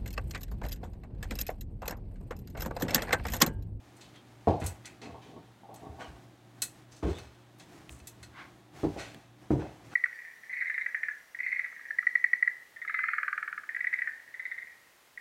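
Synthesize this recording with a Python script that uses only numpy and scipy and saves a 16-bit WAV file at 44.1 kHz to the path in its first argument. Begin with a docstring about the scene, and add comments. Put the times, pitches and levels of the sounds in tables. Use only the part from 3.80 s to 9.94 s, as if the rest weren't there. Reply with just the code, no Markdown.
"""Lizard at a steel bowl

A large lizard feeds from a steel bowl on a stand inside a glass-walled enclosure. Snout and feet knock
the bowl and push it along; teeth and claws tick on the steel, scales rasp and squeak over the rim, the
mouth snaps and the tongue wipes once. The enclosure rings briefly after the blows. Underneath, the
heavy body shuffles and an appliance hums faintly."""
import sys
import numpy as np
from scipy import signal
from scipy.fft import rfft, irfft, next_fast_len
from scipy.io import wavfile
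from scipy.ndimage import map_coordinates

SR = 44100
rng = np.random.default_rng(int(sys.argv[2]) if len(sys.argv) > 2 else 0)


def store_pcm(level_fs):
    """Save levels as 16-bit WAV."""
    pcm = np.round(np.clip(level_fs, -1, 1) * 32767).astype(np.int16)
    wavfile.write(sys.argv[1], SR, np.atleast_2d(pcm).T)


N = 270812
TIME = np.arange(N) / SR
RING = np.arange(int(.7 * SR)) / SR  # time axis of a one-shot, in seconds

# Room tone: freq_hz, level_db
AIR_EQ = [(15, -68), (36, -32), (59, -9), (86, -21), (150, -24), (190, -7.5), (284, -6), (414, -16),
          (654, -12), (812, -14.5), (1280, -17.5), (2590, -24), (3680, -23), (4820, -31), (15800, -40)]
# Partials of the appliance: pitch_hz, level_db
HUM_PARTIALS = [(118.6, -62), (199, -73.5), (300.5, -71.5), (356, -71.5)]
# The body shifts its weight: start_s, length_s, level_db
BODY_SHIFTS = [(0, 1, -66), (0.987, 0.45, -68), (1.92, 0.53, -64), (2.74, 0.22, -63), (3.077, 0.21, -68.5),
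               (3.775, 0.34, -61), (4.226, 0.47, -67), (4.916, 0.4, -56.5), (5.58, 0.82, -65.5)]
# Dry rustle of scales, a low cut on it, and the dull shuffle of the belly: freq_hz, level_db
RUSTLE_EQ = [(530, -41), (900, -3), (1390, -9), (1830, -7), (2880, -13.5), (3130, -13.5), (3530, -15.5),
             (6660, -17), (15800, -31)]
RUSTLE_LOW_CUT = [(400, -16), (1100, 14)]
BELLY_EQ = [(35, -5), (150, 5.5), (220, -2), (310, 5.5), (500, -8.5), (780, -1.5), (1300, -33),
            (3000, -40)]
# The snout pushes the bowl: start_s, length_s, grind_db, judder_db
BOWL_PUSHES = [(1.203, 0.1, -52.5, -48.5), (1.446, 0.13, -56.5, -53), (1.877, 0.03, -51, -55.5),
               (1.99, 0.085, -52.5, -51.5), (2.169, 0.029, -44.5, -51.5)]
# Midrange grind of the sliding bowl: freq_hz, level_db
GRIND_EQ = [(400, -36), (620, 16.5), (720, 19), (775, 23.5), (840, 12.5), (930, 18), (1020, 5),
            (1130, 10.5), (1500, -50)]
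# Low judder of the sliding bowl: freq_hz, level_db
JUDDER_EQ = [(100, 4), (190, 9), (310, 10), (450, 9.5), (600, -12), (800, -74)]
# Resonances of the hollow between snout and steel: centre_hz, width_hz, level_db
LICK_RESONANCES = [(1080, 160, 0), (1533, 250, 1.5), (2100, 200, -1.5), (2560, 1500, -3)]
# A scale catches on the steel: start_s, length_s, level_db, first_hz, last_hz
SCALE_SQUEAKS = [(0.335, 0.082, -64, 3220, 3230), (2.215, 0.077, -58.5, 3200, 2830),
                 (3.33, 0.069, -54.5, 3430, 3680)]
# Scales slide over rim and floor: start_s, level_db, rise_s, centre_hz, t60_s, flank_db_per_octave
SCALE_RASPS = [(0.208, -58, 0.0055, 3600, 0.45, 26), (0.328, -58, 0.025, 2960, 0.31, 17),
               (0.672, -48.5, 0.0072, 3060, 0.36, 9), (0.808, -43.5, 0.0097, 1860, 0.4, 12),
               (1.041, -51.5, 0.029, 2360, 0.24, 30), (1.214, -52, 0.022, 2650, 0.49, 7.5),
               (1.412, -61.5, 0.0045, 3400, 0.99, 14), (2.187, -45.5, 0.022, 1590, 0.49, 5.5),
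               (3.11, -58.5, 0.015, 6300, 0.38, 15), (3.157, -57, 0.013, 7200, .16, 13),
               (3.226, -44.5, 0.0048, 1390, 0.67, 4.5), (3.25, -50.5, 0.051, 3020, 0.9, 2.5),
               (3.779, -60, 0.027, 4400, 0.24, 4.5), (4.095, -57, 0.02, 9150, 0.38, 24),
               (4.969, -57, 0.073, 3200, 0.65, 10), (5.168, -44, 0.025, 2710, 0.42, 6),
               (5.191, -54, 0.016, 2560, 0.66, 42), (5.706, -51, 0.0036, 1750, 0.93, 3),
               (5.794, -50, 0.006, 1740, 0.48, 8), (6.092, -43.5, 0.08, 1340, 0.5, 4.5)]
# Dry skin, too soft for the top treble: freq_hz, level_db
SKIN_EQ = [(400, 18.5), (1200, 10), (6000, -1), (9000, -4.5), (10500, -14), (15800, -12)]
# Snaps of the mouth: start_s, level_db
MOUTH_SNAPS = [(3.386, -42), (4.094, -40), (4.128, -51), (5.309, -55), (5.346, -42)]
# Dry click of a snap: freq_hz, level_db
SNAP_EQ = [(500, -5), (2800, 12), (6000, -3), (10000, -6), (13000, -13), (15800, -4)]
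# Teeth and claws: start_s, level_db, tilt_db_per_octave, spot_hz, t60_s, ring_db, cutoff_hz
STEEL_TICKS = [(0.166, -61.5, 6, 8700, 0.08, -6, 11000), (0.208, -57.5, 1, 7500, 0.2, -5, 8500),
               (0.358, -58, -3, 3200, 0.055, -14, 8000), (0.8, -52.5, -1, 7900, 0.19, -12, 13000),
               (0.838, -49, 0, 7200, 0.23, -15, 16000), (0.862, -37, 4, 8100, 0.1, -1.5, 16000),
               (1.047, -55.5, -2, 2000, 0.24, 1, 5000), (1.055, -45, 1.5, 7140, 0.1, -13, 9100),
               (1.216, -50.5, -4, 4200, 0.25, -9, 7500), (1.941, -54, 3, 12400, 0.08, -21, 16000),
               (1.959, -56.5, 4, 8050, 0.054, 1, 9000), (2.819, -26, 3, 8050, 0.09, -9, 13500),
               (3.384, -47.5, -4, 4200, 0.11, -13, 11000), (3.785, -62, 13, 13000, 0.06, -19, 20000),
               (3.797, -54, -1, 3380, 0.15, -10, 9000), (4.19, -57, 6, 10300, 0.025, -15, 11000),
               (4.2, -51.5, -2, 2580, 0.016, -2.5, 7500), (4.271, -42.5, 3, 7300, 0.085, -5.5, 20000),
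               (4.428, -47, -2.5, 4200, 0.1, -6, 11400), (5.194, -45.5, -3.5, 2670, 0.35, -13, 9000)]
# Bright colour shared by the ticks: freq_hz, level_db
TICK_EQ = [(200, -3), (1100, -4), (1600, 1), (2900, -4), (4000, 3.5), (5200, -2), (6100, 1), (8200, -1),
           (9200, -2), (11800, -1.5), (12800, -6), (15800, -9)]
# High modes of the steel: pitch_hz, level_db, t60_s
STEEL_MODES = [(1450, -4, .25), (1920, -3, .3), (2120, -6, .25), (2590, 0, .35), (3020, -9, .3),
               (3450, -5, .2), (4215, 0, .2), (4845, -9, .22), (5250, -7, .2), (6020, 1, .22),
               (6334, -3, .18), (6620, -6, .2), (7137, -4, .17), (7750, -4, .2), (8000, -2, .18),
               (8300, -4, .18), (8800, -3, .14), (9550, -4, .1), (10200, -7, .15), (11300, -8, .12),
               (11800, -3, .12)]
# Blows on the bowl: start_s, knock_db, contact_hz, contact_q, boom_db, boom_hz, hollow_db
BOWL_KNOCKS = [(0.672, -26, 760, 1.6, -18.5, 88.5, -20), (0.683, -30, 560, 1.4, -25, 102, -41),
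               (0.692, -32, 403, 0.95, -34.5, 228, -50), (0.716, -33.5, 670, 0.67, -41, 205, -43),
               (0.825, -43, 260, 0.45, -52, 110, -65), (1.344, -50.5, 1080, 5, -69, 98, -72),
               (1.832, -53.5, 830, 11, -68, 98, -66), (1.889, -50.5, 800, 2.7, -64, 101, -55),
               (3.226, -44, 1140, 3.7, -39, 116, -49), (3.229, -35, 342, 5.3, -40, 121, -55),
               (3.253, -33, 378, 4.1, -25, 174, -46), (3.289, -36.5, 380, 3.9, -26.5, 88, -46),
               (5.033, -27, 333, 4.5, -25.5, 108.6, -42), (5.048, -35, 423, 0.58, -28, 158.4, -50),
               (5.163, -41, 610, 1.2, -44, 69, -65), (5.344, -52, 267, 2.2, -57, 98, -54),
               (5.705, -25, 317, 1.9, -16, 138, -36), (5.731, -32.5, 298, 2.2, -30, 153, -50),
               (5.757, -42, 320, 1.4, -34, 118, -45), (5.779, -42, 353, 3.2, -42, 122, -57),
               (5.793, -39, 364, 3, -50, 119, -59), (5.819, -42.5, 800, 0.77, -55, 151, -53)]
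# The animal's weight lands on the stand: start_s, boom_db, boom_hz
WEIGHT_THUDS = [(0.816, -19.5, 88.5), (0.857, -31, 88), (1.297, -41.5, 80), (2.088, -33, 78),
                (2.275, -34.5, 67), (2.319, -40, 62), (3.234, -18, 65), (3.412, -40, 76),
                (4.105, -39.5, 69), (4.21, -43, 74), (4.4, -44, 71.5), (4.478, -45, 76), (5.225, -45, 72)]
# Low modes of the loaded bowl: pitch_hz, level_db, t60_s
BOWL_MODES = [(160, -1, .3), (205, -4, .25), (228, -4, .18), (290, -2, .26), (313, 1, .22), (345, -3, .2),
              (392, -1, .3), (447, 2, .2), (474, -5, .25), (535, -4, .2), (570, -2, .2), (668, -1, .2),
              (692, -3, .2), (722, -6, .2), (773, 0, .25), (850, -5, .22), (885, -6, .2), (935, -8, .22),
              (1109, -10, .2)]
# Standing waves between the walls, the hollow note of a hard blow: pitch_hz, level_db, t60_s
WALL_MODES = [(217, -1, .14), (451, 0, .14), (678, 0, .13), (1110, -14, .12)]
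# The enclosure's answer to a blow: freq_hz, level_db
WALL_EQ = [(40, -52), (110, 12.5), (170, -6.5), (400, -3), (780, 7.5), (950, 2), (1120, -3), (1300, -15.5),
           (2400, -30), (5000, -43)]
# Noisy edge of a knock, and the rumble of the stand: freq_hz, level_db
EDGE_EQ = [(300, -14), (900, 8.5), (2200, -12), (4000, -49), (10000, -35)]
RUMBLE_EQ = [(25, -17), (45, -27), (65, 8), (130, -11), (220, -15), (500, -67), (1000, -100)]


def amp(db):
    """Decibels to gain."""
    return 10 ** (np.asarray(db) / 20)


def unit(x):
    """Scale to rms 1."""
    return x / np.sqrt(np.mean(x ** 2) + 1e-20)


def fade(t60):
    """Decay envelope of a one-shot: down 60 dB in t60 seconds."""
    return amp(-60 * RING / t60)


def filtered(x, gain):
    """Shape x with a gain that depends on frequency."""
    size = next_fast_len(len(x) + 8192)
    hz = np.fft.rfftfreq(size, 1 / SR) + 1
    return irfft(rfft(x, size) * gain(hz), size)[:len(x)]


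def eq_gain(eq, hz):
    """Gain of an EQ curve, its points joined on a log frequency axis."""
    freq_hz, db = np.transpose(eq)
    return amp(np.interp(np.log(hz), np.log(freq_hz), db))


def noise(eq, size=len(RING)):
    """Coloured noise of rms 1."""
    return unit(filtered(rng.standard_normal(size), lambda hz: eq_gain(eq, hz)))


def wobble(rate):
    """A smooth random curve, rate knots a second."""
    return map_coordinates(rng.standard_normal(int(N * rate / SR) + 4), [TIME * rate])


def slips(rate, spread_db, size):
    """Friction: tiny impulses of uneven strength, about rate a second."""
    fires = rng.random(size) < rate / SR
    return fires * rng.choice([-1, 1], size) * amp(spread_db * np.clip(rng.standard_normal(size), -2, 2))


def gesture(start, length, attack_s, t60_s):
    """Envelope of one movement: it swells, holds to the end of its length and dies away."""
    attack = np.clip((TIME - start) / attack_s, 0, 1)
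    return attack * amp(-60 * np.maximum(TIME - start - length, 0) / t60_s)


def whistle(pitch, width_hz):
    """A friction-driven resonance of rms 1: a band of noise following a pitch curve."""
    drive = rng.standard_normal((2, len(pitch)))
    a, b = (filtered(row, lambda hz: 1 / (1 + (hz / width_hz) ** 2)) for row in drive)
    phase = 2 * np.pi * np.cumsum(pitch) / SR
    return unit(a * np.cos(phase) + b * np.sin(phase))


def modes(table, scatter_db, detune):
    """Decaying partials, rms 1 at first; each blow rebalances them and the animal's load detunes them."""
    hz, db, t60 = np.transpose(table)[:, :, None]
    gain = amp(db + scatter_db * rng.standard_normal(hz.shape))
    hz = hz * (1 + detune * rng.standard_normal(hz.shape))
    waves = np.sin(2 * np.pi * (hz * RING + rng.random(hz.shape))) * fade(t60)
    return (gain * waves).sum(0) / np.sqrt((gain ** 2).sum() / 2)


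def steel_gain(hz, width_hz, lift_db, scatter_db):
    """The bowl lifts the bands around its high modes, by amounts that vary from touch to touch."""
    centre, db, _ = np.transpose(STEEL_MODES)[:, :, None]
    lift = amp(lift_db + db + scatter_db * rng.standard_normal(centre.shape))
    centre = centre * (1 + .006 * rng.standard_normal(centre.shape))
    peaks = lift / (1 + (2 * (hz - centre) / width_hz) ** 2)
    return np.sqrt(1 + (peaks ** 2).sum(0))


def sprung(x, hz, q):
    """A mass on a springy contact: a resonant low-pass at hz."""
    w = 2 * np.pi * hz
    return signal.lfilter(*signal.bilinear([w * w], [1, w / max(q, .5), w * w], SR), x)


def add(track, start, sound):
    """Mix a sound in at start seconds."""
    first = round(start * SR)
    track[first:first + len(sound)] += sound[:max(N - first, 0)]


def room_tone():
    """The bed: still air and the gently wavering hum of an appliance."""
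    hum = np.zeros(N)
    for hz, db in HUM_PARTIALS:
        waver = amp(2.6 * wobble(14) + 1.3 * wobble(3))
        phase = 2 * np.pi * hz * TIME + 1.06 * wobble(5)
        hum += amp(db) * waver * np.sqrt(2) * np.sin(phase)
    return hum + amp(-63) * noise(AIR_EQ, N)


def body_shuffle(resting_db=-66):
    """The heavy body never quite rests: each shift swells a dull shuffle and a dry rustle."""
    effort = amp(resting_db) + sum(amp(db) * gesture(start, length, attack_s=.048, t60_s=.41)
                                   for start, length, db in BODY_SHIFTS)
    catches = slips(rate=5000, spread_db=-2, size=N)
    rustle = unit(filtered(catches, lambda hz: eq_gain(RUSTLE_EQ, hz) * eq_gain(RUSTLE_LOW_CUT, hz)))
    belly = noise(BELLY_EQ, N)
    unrest = amp(2.2 * wobble(14))
    return unrest * effort * (belly + amp(-6) * rustle)


def bowl_slide():
    """Pushed by the snout, the bowl sticks and slips on its stand, grinding and juddering."""
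    grind_level, judder_level = np.zeros((2, N))
    for start, length, grind_db, judder_db in BOWL_PUSHES:
        push = gesture(start, length, attack_s=.052, t60_s=.5)
        grind_level += amp(grind_db) * push
        judder_level += amp(judder_db) * push
    stick_slip = slips(rate=240, spread_db=3.5, size=N)
    nudges = amp(2 * wobble(28) - .5)
    grind, judder = (unit(signal.fftconvolve(stick_slip, noise(eq) * fade(.17))[:N])
                     for eq in (GRIND_EQ, JUDDER_EQ))
    return nudges * (grind_level * grind + judder_level * judder)


def tongue_lick(peak_s=4.607, level_db=-46, rise_s=.038, t60_s=.3, glide_per_s=.25):
    """The wet tongue slides without catching: one smooth swell whose resonances rise a little."""
    t = TIME - peak_s
    glide = 1 + glide_per_s * np.clip(t, -t60_s, t60_s)
    wipe = sum(amp(db) * whistle(hz * glide, width_hz) for hz, width_hz, db in LICK_RESONANCES)
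    swell = np.exp(-(np.minimum(t, 0) / rise_s) ** 2 / 2)
    release = amp(-60 * np.maximum(t, 0) / t60_s)
    return amp(level_db) * unit(wipe) * swell * release


def scale_squeaks():
    """A scale catches on the steel and gives a brief, gliding chirp."""
    out = np.zeros(N)
    for start, length, db, first_hz, last_hz in SCALE_SQUEAKS:
        pitch = np.linspace(first_hz, last_hz, round(length * SR))
        add(out, start, amp(db) * whistle(pitch, width_hz=78) * np.sqrt(np.hanning(len(pitch))))
    return out


def scale_rasps():
    """Scales catch and let go in quick grains; the stroke swells, then dies in the enclosure."""
    out = np.zeros(N)
    for start, db, rise, centre_hz, t60, flank_db in SCALE_RASPS:
        def colour(hz):
            """The stroke's own band, softened by skin and lifted by steel."""
            off_centre = .76 * (hz / centre_hz - centre_hz / hz)
            band = (1 + off_centre ** 2) ** (-flank_db / (40 * np.log10(2)))
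            return band * eq_gain(SKIN_EQ, hz) * steel_gain(hz, width_hz=130, lift_db=4, scatter_db=3)

        reverb = rng.standard_normal(len(RING)) * fade(.22)
        reverb[0] += 20  # the direct sound leads the reflections
        catches = slips(rate=600, spread_db=4.5, size=len(RING))
        grains = signal.fftconvolve(catches, reverb)[SR // 25:][:len(RING)]  # skip the build-up
        stroke = np.minimum(RING / rise, 1) * amp(-60 * np.maximum(RING - rise, 0) / t60)
        add(out, start, amp(db) * unit(filtered(grains, colour)) * stroke)
    return out


def mouth_snaps():
    """The mouth lets go of the meat with a tiny dry click, too light to ring the bowl."""
    out = np.zeros(N)
    for start, db in MOUTH_SNAPS:
        add(out, start, amp(db) * noise(SNAP_EQ) * fade(.01))
    return out


def steel_ticks(attack_s=.00083):
    """Teeth and claws strike the steel: a burst of wall reflections, high modes and a faint tail."""
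    out = np.zeros(N)
    for start, db, tilt_db, spot_hz, t60, ring_db, cutoff_hz in STEEL_TICKS:
        def touch(hz):
            """A sharper point is brighter, and each spot on the bowl favours its own band."""
            bright_db = tilt_db * np.log2(np.maximum(hz, 1500) / 6000)
            spot_db = 6 / (1 + (14 * np.log(hz / spot_hz)) ** 2)
            return amp(bright_db + spot_db) / np.sqrt(1 + (hz / cutoff_hz) ** 8)

        def colour(hz):
            """The steel's peaks, shaped by this touch."""
            peaks = steel_gain(hz, width_hz=150, lift_db=6.5, scatter_db=2.5)
            return peaks * eq_gain(TICK_EQ, hz) * touch(hz)

        burst = unit(filtered(rng.standard_normal(len(RING)), colour))
        burst *= fade(t60) + amp(-15.5) * fade(3 * t60)
        excited = [(hz, level + 20 * np.log10(touch(hz)), decay) for hz, level, decay in STEEL_MODES]
        partials = modes(excited, scatter_db=2, detune=.002)
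        ring = amp(ring_db) * partials * fade(5 * t60)  # a point that stays in contact damps the ring
        add(out, start, amp(db) * (burst + ring) * (1 - np.exp(-RING / attack_s)))
    return out


def contacts(rebound_s=.014):
    """Each blow and the bowl's weaker rock back, then the soft thuds; columns as in BOWL_KNOCKS."""
    for start, db, contact_hz, q, boom_db, boom_hz, hollow_db in BOWL_KNOCKS:
        yield start, db, contact_hz, q, boom_db, boom_hz, hollow_db
        yield start + rebound_s, db - 10.5, contact_hz, q, boom_db - 19, boom_hz, hollow_db - 21
    for start, boom_db, boom_hz in WEIGHT_THUDS:  # soft weight barely rings the bowl
        yield start, boom_db - 23, 352, .64, boom_db, boom_hz, -np.inf


def bowl_knocks():
    """Padded blows ring the low modes of the bowl and the enclosure, and set the stand booming."""
    out = np.zeros(N)
    hollow = sum((-1) ** k * amp(db) * np.sin(2 * np.pi * hz * RING) * fade(t60)
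                 for k, (hz, db, t60) in enumerate(WALL_MODES))
    for start, db, contact_hz, q, boom_db, boom_hz, hollow_db in contacts():
        walls = noise(WALL_EQ) * (fade(.36) + amp(-4) * fade(.6))
        bowl = modes(BOWL_MODES, scatter_db=1.5, detune=.012) * fade(.9)  # damped by the leaning animal
        body = sprung(bowl + amp(-8) * walls, contact_hz, q)
        body /= np.std(body[:SR // 30])  # the first 33 ms set the level
        kick = sprung(signal.unit_impulse(len(RING)), contact_hz, q)  # the blow, ahead of the ringing
        edge = amp(-14.5) * noise(EDGE_EQ) * fade(.13)
        knock = body + edge + 1.08 * kick / kick.max()
        stand_note = np.sin(2 * np.pi * boom_hz * RING) * fade(.2)
        rumble = amp(-15) * noise(RUMBLE_EQ) * fade(.42)
        boom = (stand_note + rumble) * (1 - np.exp(-RING / .01))
        add(out, start, amp(db) * knock + amp(boom_db) * boom + amp(hollow_db) * hollow)
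    return out


def scene():
    """The mono mix, heard from just beside the bowl."""
    hits = bowl_knocks() + steel_ticks() + mouth_snaps()
    friction = scale_rasps() + scale_squeaks() + tongue_lick() + bowl_slide()
    background = body_shuffle() + room_tone()
    return (hits + friction + background)[None]


def record(dry, low_cut_hz=42, top_hz=15950):
    """Master EQ: roll off the deepest bass and cut the very top of the treble."""
    low_cut = signal.butter(4, low_cut_hz, "high", fs=SR, output="sos")
    return filtered(signal.sosfilt(low_cut, dry[0]), lambda hz: hz < top_hz)[None]


dry = scene()
out = record(dry)
store_pcm(out)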